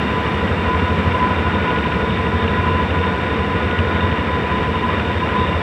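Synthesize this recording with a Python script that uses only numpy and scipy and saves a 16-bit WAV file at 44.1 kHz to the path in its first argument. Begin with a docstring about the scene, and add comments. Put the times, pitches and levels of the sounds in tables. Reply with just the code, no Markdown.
"""A deep, slowly beating throb fills the deck of a river boat under way. It comes from a slow main
diesel and a fast generator diesel: their periodic exhaust puffs form two harmonic series, and
neighbouring harmonics beat. Engines and propeller force the hull to rumble, and impacts make the
casings clatter and the valves knock. Friction sets the propeller shaft singing unsteadily.
Behind these, gears whine, an air intake rushes and water hisses along the hull."""
import sys
import numpy as np
from scipy import signal
from scipy.fft import rfft, irfft, next_fast_len
from scipy.io import wavfile

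SR = 44100
rng = np.random.default_rng(int(sys.argv[2]) if len(sys.argv) > 2 else 0)


def master_out(mix):
    """Clip the mix to full scale and print it as 16-bit PCM to the path in sys.argv[1]."""
    frames = np.transpose(np.atleast_2d(mix))
    ceiling = np.clip(frames, -1, 1)
    pcm = np.round(ceiling * 32767).astype(np.int16)
    wavfile.write(sys.argv[1], SR, pcm)


N = 247842
TIME = np.arange(N) / SR


def from_db(db):
    """Amplitude ratio of a level in decibels."""
    return 10 ** (np.asarray(db) / 20)


def unit_rms(x):
    """Normalisation to unit mean power."""
    return x / np.sqrt(np.mean(np.abs(x) ** 2) + 1e-20)


def in_time(rows):
    """Linear interpolation of (t, value) rows at every sample."""
    return np.interp(TIME, *np.transpose(rows))


def coloured(x, spectrum):
    """Spectral shaping by (f, level) rows, falling 20 dB per octave beyond their ends; rms 1."""
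    hz, db = np.transpose(spectrum)
    size = next_fast_len(N)
    bins = np.maximum(np.arange(size // 2 + 1) * SR / size, 1)
    octaves_outside = np.abs(np.log2(bins / np.clip(bins, hz[0], hz[-1])))
    gain = from_db(np.interp(np.log(bins), np.log(hz), db) - 20 * octaves_outside)
    return unit_rms(irfft(rfft(x, size) * gain, size)[:N])


def noise(spectrum):
    """Filtered Gaussian noise; rms 1."""
    return coloured(rng.standard_normal(N), spectrum)


def drift(corner_hz):
    """Slow random fluctuation: low-passed noise of rms 1."""
    step, settle = 40, 2000
    pole = np.exp(-2 * np.pi * corner_hz * step / SR)
    white = rng.standard_normal(N // step + settle + 2)
    slow = signal.lfilter([1], [1, -2 * pole, pole * pole], white)[settle:]
    return np.interp(np.arange(N) / step, np.arange(len(slow)), unit_rms(slow))


def cyclic_noise(cycles):
    """Periodic excitation: one random pattern repeats on each engine cycle."""
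    size = int(N / (cycles[-1] - cycles[0]))
    return rng.standard_normal(size)[(cycles % 1 * size).astype(int) % size]


def swell(start, length, edge_s):
    """Envelope from 0 to 1 with sinusoidal edges, at half height at the start and the end."""
    inside = np.minimum(TIME - start, start + length - TIME)
    return .5 + .5 * np.sin(np.pi / 2 * np.clip(inside / edge_s, -1, 1))


# Strength of the water's hiss: t/s, level/dB
WATER_LEVEL = [(0.0, -47.5), (.25, -47), (.65, -48.2), (1.15, -47.5), (1.45, -49), (2.0, -48.5), (2.7, -49),
               (4.0, -49.5), (5.6, -48.5)]
# Its spectrum: f/Hz, relative level/dB
WATER_SPECTRUM = [(2000, -8), (4200, 4.5), (4900, 0), (5600, -1), (6400, -12), (7200, -8.5), (7650, -9),
                  (8250, -7), (10000, -20), (12200, -24.5), (13600, -16.5), (15500, -22.5)]
def water_hiss():
    """Flow noise: water running along the hull radiates a broad band of treble."""
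    return from_db(in_time(WATER_LEVEL)) * noise(WATER_SPECTRUM)


# Swells of the intake: onset t/s, duration/s, level/dB above the steady rush
INTAKE_SWELLS = [(2.09, 0.09, 4.5), (2.397, 0.18, 3), (3.28, .16, 2), (3.96, 0.12, 3.5), (5.36, 0.13, 6)]
# Its spectrum: f/Hz, relative level/dB
INTAKE_SPECTRUM = [(3000, -27.5), (3480, -6.5), (3620, 2.5), (3710, -0.5), (3820, -12), (4100, -31),
                   (5000, -58.5)]
def air_intake(steady_db, edge_s, waver_db):
    """Narrow-band flow noise: the rush of indrawn air wavers and now and then swells."""
    swells_db = sum(db * swell(start, length, edge_s) for start, length, db in INTAKE_SWELLS)
    return from_db(steady_db + swells_db + waver_db * drift(7.4)) * noise(INTAKE_SPECTRUM)


def whine(hz, wander, flutter_db):
    """A tone under slight random frequency and amplitude modulation; rms 1."""
    turns = np.cumsum(hz * (1 + wander * drift(1.87))) / SR + rng.random()
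    return unit_rms(np.sin(2 * np.pi * turns) * from_db(flutter_db * drift(7.7)))


# Gear mesh tone, louder under load: t/s, level/dB
MESH_LEVEL = [(0.0, -39), (.45, -40.5), (.72, -33.5), (1.15, -36), (1.6, -30), (2.2, -37.5), (2.7, -34),
              (3.55, -36), (3.9, -29), (4.25, -38.5), (5.6, -38.5)]
# Gear and pump tones: f/Hz, level/dB
GEAR_AND_PUMP_TONES = [(705, -42.5), (1191, -50.5), (1585, -56), (1660, -43), (1939, -41), (2775, -44.5),
                       (2783, -46.5), (2907, -48.5), (3113, -64.5)]
def gearbox(mesh_hz):
    """Tooth meshing gives a tone that follows the load; fainter tones flutter about fixed levels."""
    mesh = from_db(in_time(MESH_LEVEL)) * whine(mesh_hz, wander=.0005, flutter_db=2.3)
    tones = (from_db(db) * whine(hz, wander=.0012, flutter_db=3.5) for hz, db in GEAR_AND_PUMP_TONES)
    return mesh + sum(tones)


# Louder valve knocks: onset t/s, relative level/dB
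LOUD_KNOCKS = [(0.4794, -20), (1.9185, -16), (2.478, -17), (2.6663, -20), (2.906, -14), (3.71, -15),
               (3.7884, -11), (4.996, -16)]
# Regular valve knocks of the generator: phase/cycles, relative level/dB
VALVE_KNOCKS = [(0.296, 0), (0.973, -2)]
# Response of the valve cover to both: f/Hz, relative level/dB
COVER_SPECTRUM = [(1500, -20.5), (2300, -7.5), (2800, 5), (3000, 1.5), (3300, -14), (4200, -27)]
def valve_gear(cycles, cycle_hz, ring_s, knock_db, uneven_db):
    """Damped impacts: two bright knocks per generator cycle, and the odd louder valve knock."""
    knock_envelope, loud_knock_envelope = np.zeros((2, N))
    for phase, db in VALVE_KNOCKS:
        age = (cycles - phase) % 1 / cycle_hz / ring_s
        knock_envelope += from_db(db) * age * np.exp(-age)
    for start, db in LOUD_KNOCKS:
        age = np.maximum(TIME - start, 0) / ring_s
        loud_knock_envelope += from_db(db) * age * np.exp(-age)
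    blows = rng.standard_normal(N) * knock_envelope * from_db(uneven_db * drift(3.8))
    knocks = from_db(knock_db) * coloured(blows, COVER_SPECTRUM)
    return knocks + loud_knock_envelope * noise(COVER_SPECTRUM)


def rubbed_mode(hz, width_hz, firmness):
    """A resonance driven by random rubbing, its amplitude limited by friction; rms 1."""
    pole = np.exp((-np.pi * width_hz + 2j * np.pi * hz) / SR)
    band = signal.butter(2, [.945 * hz, 1.055 * hz], "band", fs=SR, output="sos")
    rubbing = signal.sosfilt(band, rng.standard_normal(N + SR))
    swing = unit_rms(signal.lfilter([1], [1, -pole], rubbing)[SR:])
    return unit_rms(swing.real / np.sqrt(1 + firmness * np.abs(swing) ** 2))


# Surges of the shaft's note: onset t/s, duration/s, level/dB
SHAFT_SURGES = [(0.21, 0.034, -24), (0.694, 0.13, -23), (0.872, 0.034, -25), (1.125, 0.21, -21),
                (1.445, 0.034, -22), (1.525, 0.06, -24), (1.638, 0.12, -24), (1.822, 0.048, -23),
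                (2.031, 0.066, -25), (2.349, 0.084, -25), (2.554, 0.29, -23), (2.999, 0.078, -24),
                (4.011, 0.058, -22), (4.137, 0.036, -23), (4.508, 0.096, -23), (4.739, 0.034, -24),
                (4.827, 0.082, -20), (5.212, 0.044, -23), (5.306, 0.148, -22), (5.506, 0.044, -25)]
def singing_shaft(hz, ringing_db, edge_s, rough, takeover):
    """Frictional vibration: the shaft rings throughout, and in surges a firmer note takes over."""
    ringing = from_db(ringing_db) * rubbed_mode(hz, width_hz=17, firmness=.2)
    tone = whine(hz, wander=.004, flutter_db=1.0)
    note = unit_rms(tone + rough * rubbed_mode(hz, width_hz=50, firmness=.6))
    return ringing + sum(swell(start, length, edge_s) * (from_db(db) * note - takeover * ringing)
                         for start, length, db in SHAFT_SURGES)


# Response of the engine casings: f/Hz, relative level/dB
CASING_SPECTRUM = [(450, -20.5), (650, -1.5), (820, -0.5), (890, 1.5), (1100, -0.5), (1280, 0.5),
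                   (1550, -2), (1930, 0), (2150, -4.5), (2380, -1.5), (2550, -7), (2800, -9), (3300, -12.5),
                   (4300, -33)]
def casing_clatter(main, generator, level_db, repeat, pulsing, flutter_db):
    """Impact noise: dense metal contacts, partly periodic, pulse with the main engine's valve gear."""
    mesh_db = in_time(MESH_LEVEL)
    load_db = .12 * (mesh_db - mesh_db.mean())   # the clatter follows the load slightly
    strokes = np.cos(2 * np.pi * 36 * main) + np.cos(2 * np.pi * 38 * main)
    contacts = rng.standard_normal(N) + repeat * (cyclic_noise(main) + cyclic_noise(generator))
    excitation = contacts * (1 + pulsing * strokes) * from_db(flutter_db * drift(15))
    return from_db(level_db + load_db) * coloured(excitation, CASING_SPECTRUM)


GENERATOR_PUFF, MAIN_PUFF = .46, .917   # phase/cycles of each engine's hardest puff

# Response of the hull: f/Hz, relative level/dB
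HULL_SPECTRUM = [(22, -32), (42, -22.5), (60, -12.5), (85, 2), (110, -2.5), (135, -5.5), (165, -1.3),
                 (200, -.6), (290, -7.5), (400, -7.5), (470, -3.2), (525, -8.8), (575, -11), (1200, -42.5)]
def hull_rumble(main, generator, level_db, engines_db, throb):
    """Forced vibration: random propeller churn and periodic engine shaking, throbbing once a cycle."""
    churn = rng.standard_normal(N)
    shaking = from_db(engines_db) * (cyclic_noise(main) + cyclic_noise(generator))
    pulse = 1 + throb * np.cos(2 * np.pi * (generator - GENERATOR_PUFF))
    return from_db(level_db) * coloured((churn + shaking) * pulse, HULL_SPECTRUM)


# Generator exhaust harmonics: order (multiple of the cycle rate), relative level/dB
GENERATOR_HARMONICS = [(4, -51.4), (5, -40.7), (6, -31.0), (7, -29.3), (9, -41.0), (13, -37.5), (14, -40.5),
                       (16, -40.5), (18, -36), (19, -39), (24, -41.5), (26, -42.5), (36, -34)]
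def generator_exhaust(cycles, unsteady, smear):
    """Superposition: harmonics align at the hardest puff; the pipe smears the higher ones in phase."""
    angle = 2 * np.pi * (cycles - GENERATOR_PUFF)
    out = np.zeros(N)
    for order, db in GENERATOR_HARMONICS:
        lag = smear * (order / 20) ** 2 * rng.standard_normal()
        out += from_db(db) * (1 + unsteady * drift(4.8)) * np.sin(order * angle + lag)
    return np.sqrt(2) * out


# Lines beside the main firing tone: order (multiple of the cycle rate), relative level/dB
MAIN_SIDEBANDS = [(14, -46.5), (22, -44), (23, -41.5), (25, -40.5), (26, -36.5), (42, -43.5), (52, -41.5),
                  (54, -39.5), (57, -43)]
def main_exhaust(cycles, firing_order, firing_db, unsteady, smear):
    """Modulation: cylinders of unequal strength put sidebands around the firing tone."""
    angle = 2 * np.pi * (cycles - MAIN_PUFF)
    out = from_db(firing_db) * np.cos(firing_order * angle)
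    for order, db in MAIN_SIDEBANDS:
        lag = smear * (order / firing_order) ** 2 * rng.standard_normal()
        out += from_db(db) * (1 + unsteady * drift(.59)) * np.cos(order * angle + lag)
    return np.sqrt(2) * out


# Gain of both exhausts, on top of their beat: t/s, relative level/dB
EXHAUST_GAIN = [(0.0, -6.5), (.35, 1.3), (1.2, -.5), (2.0, 1), (2.65, 2), (3.25, -2.2), (3.8, 0), (4.5, -1),
                (5.15, -5), (5.45, -0.5)]
def beating_exhausts(main, generator):
    """Beats: the generator's seventh harmonic lies within 1 Hz or so of the main firing tone."""
    fast = generator_exhaust(generator, unsteady=.12, smear=1.2)
    slow = main_exhaust(main, firing_order=24, firing_db=-31.5, unsteady=.22, smear=.35)
    return from_db(in_time(EXHAUST_GAIN)) * (fast + slow)


# Rate of the generator's four-stroke cycle: t/s, f/Hz
GENERATOR_RATE = [(0.0, 12.51), (0.8, 12.474), (1.6, 12.508), (2.3, 12.487), (2.9, 12.448), (3.7, 12.422),
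                  (4.5, 12.453), (5.0, 12.537), (5.6, 12.473)]
def scene():
    """Superposition of engines, drive train and water at one point on deck."""
    main_hz, generator_hz = 3.6655, in_time(GENERATOR_RATE)
    main, generator = main_hz * TIME, np.cumsum(generator_hz) / SR   # elapsed engine cycles
    out = beating_exhausts(main, generator)
    out += hull_rumble(main, generator, level_db=-21.5, engines_db=-6.5, throb=.13)
    out += casing_clatter(main, generator, level_db=-25.5, repeat=.29, pulsing=.092, flutter_db=.93)
    out += valve_gear(generator, generator_hz, ring_s=.0018, knock_db=-42, uneven_db=1.5)
    out += singing_shaft(hz=1001, ringing_db=-28.3, edge_s=.012, rough=.65, takeover=.5)
    out += gearbox(mesh_hz=1452)
    out += air_intake(steady_db=-41.5, edge_s=.04, waver_db=.86)
    out += water_hiss()
    return out[None]


def record(dry):
    """Elliptic low-pass filtering cuts the treble steeply above 15.5 kHz."""
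    return signal.sosfilt(signal.ellip(12, .1, 80, 15500, fs=SR, output="sos"), dry)


dry = scene()
out = record(dry)
master_out(out)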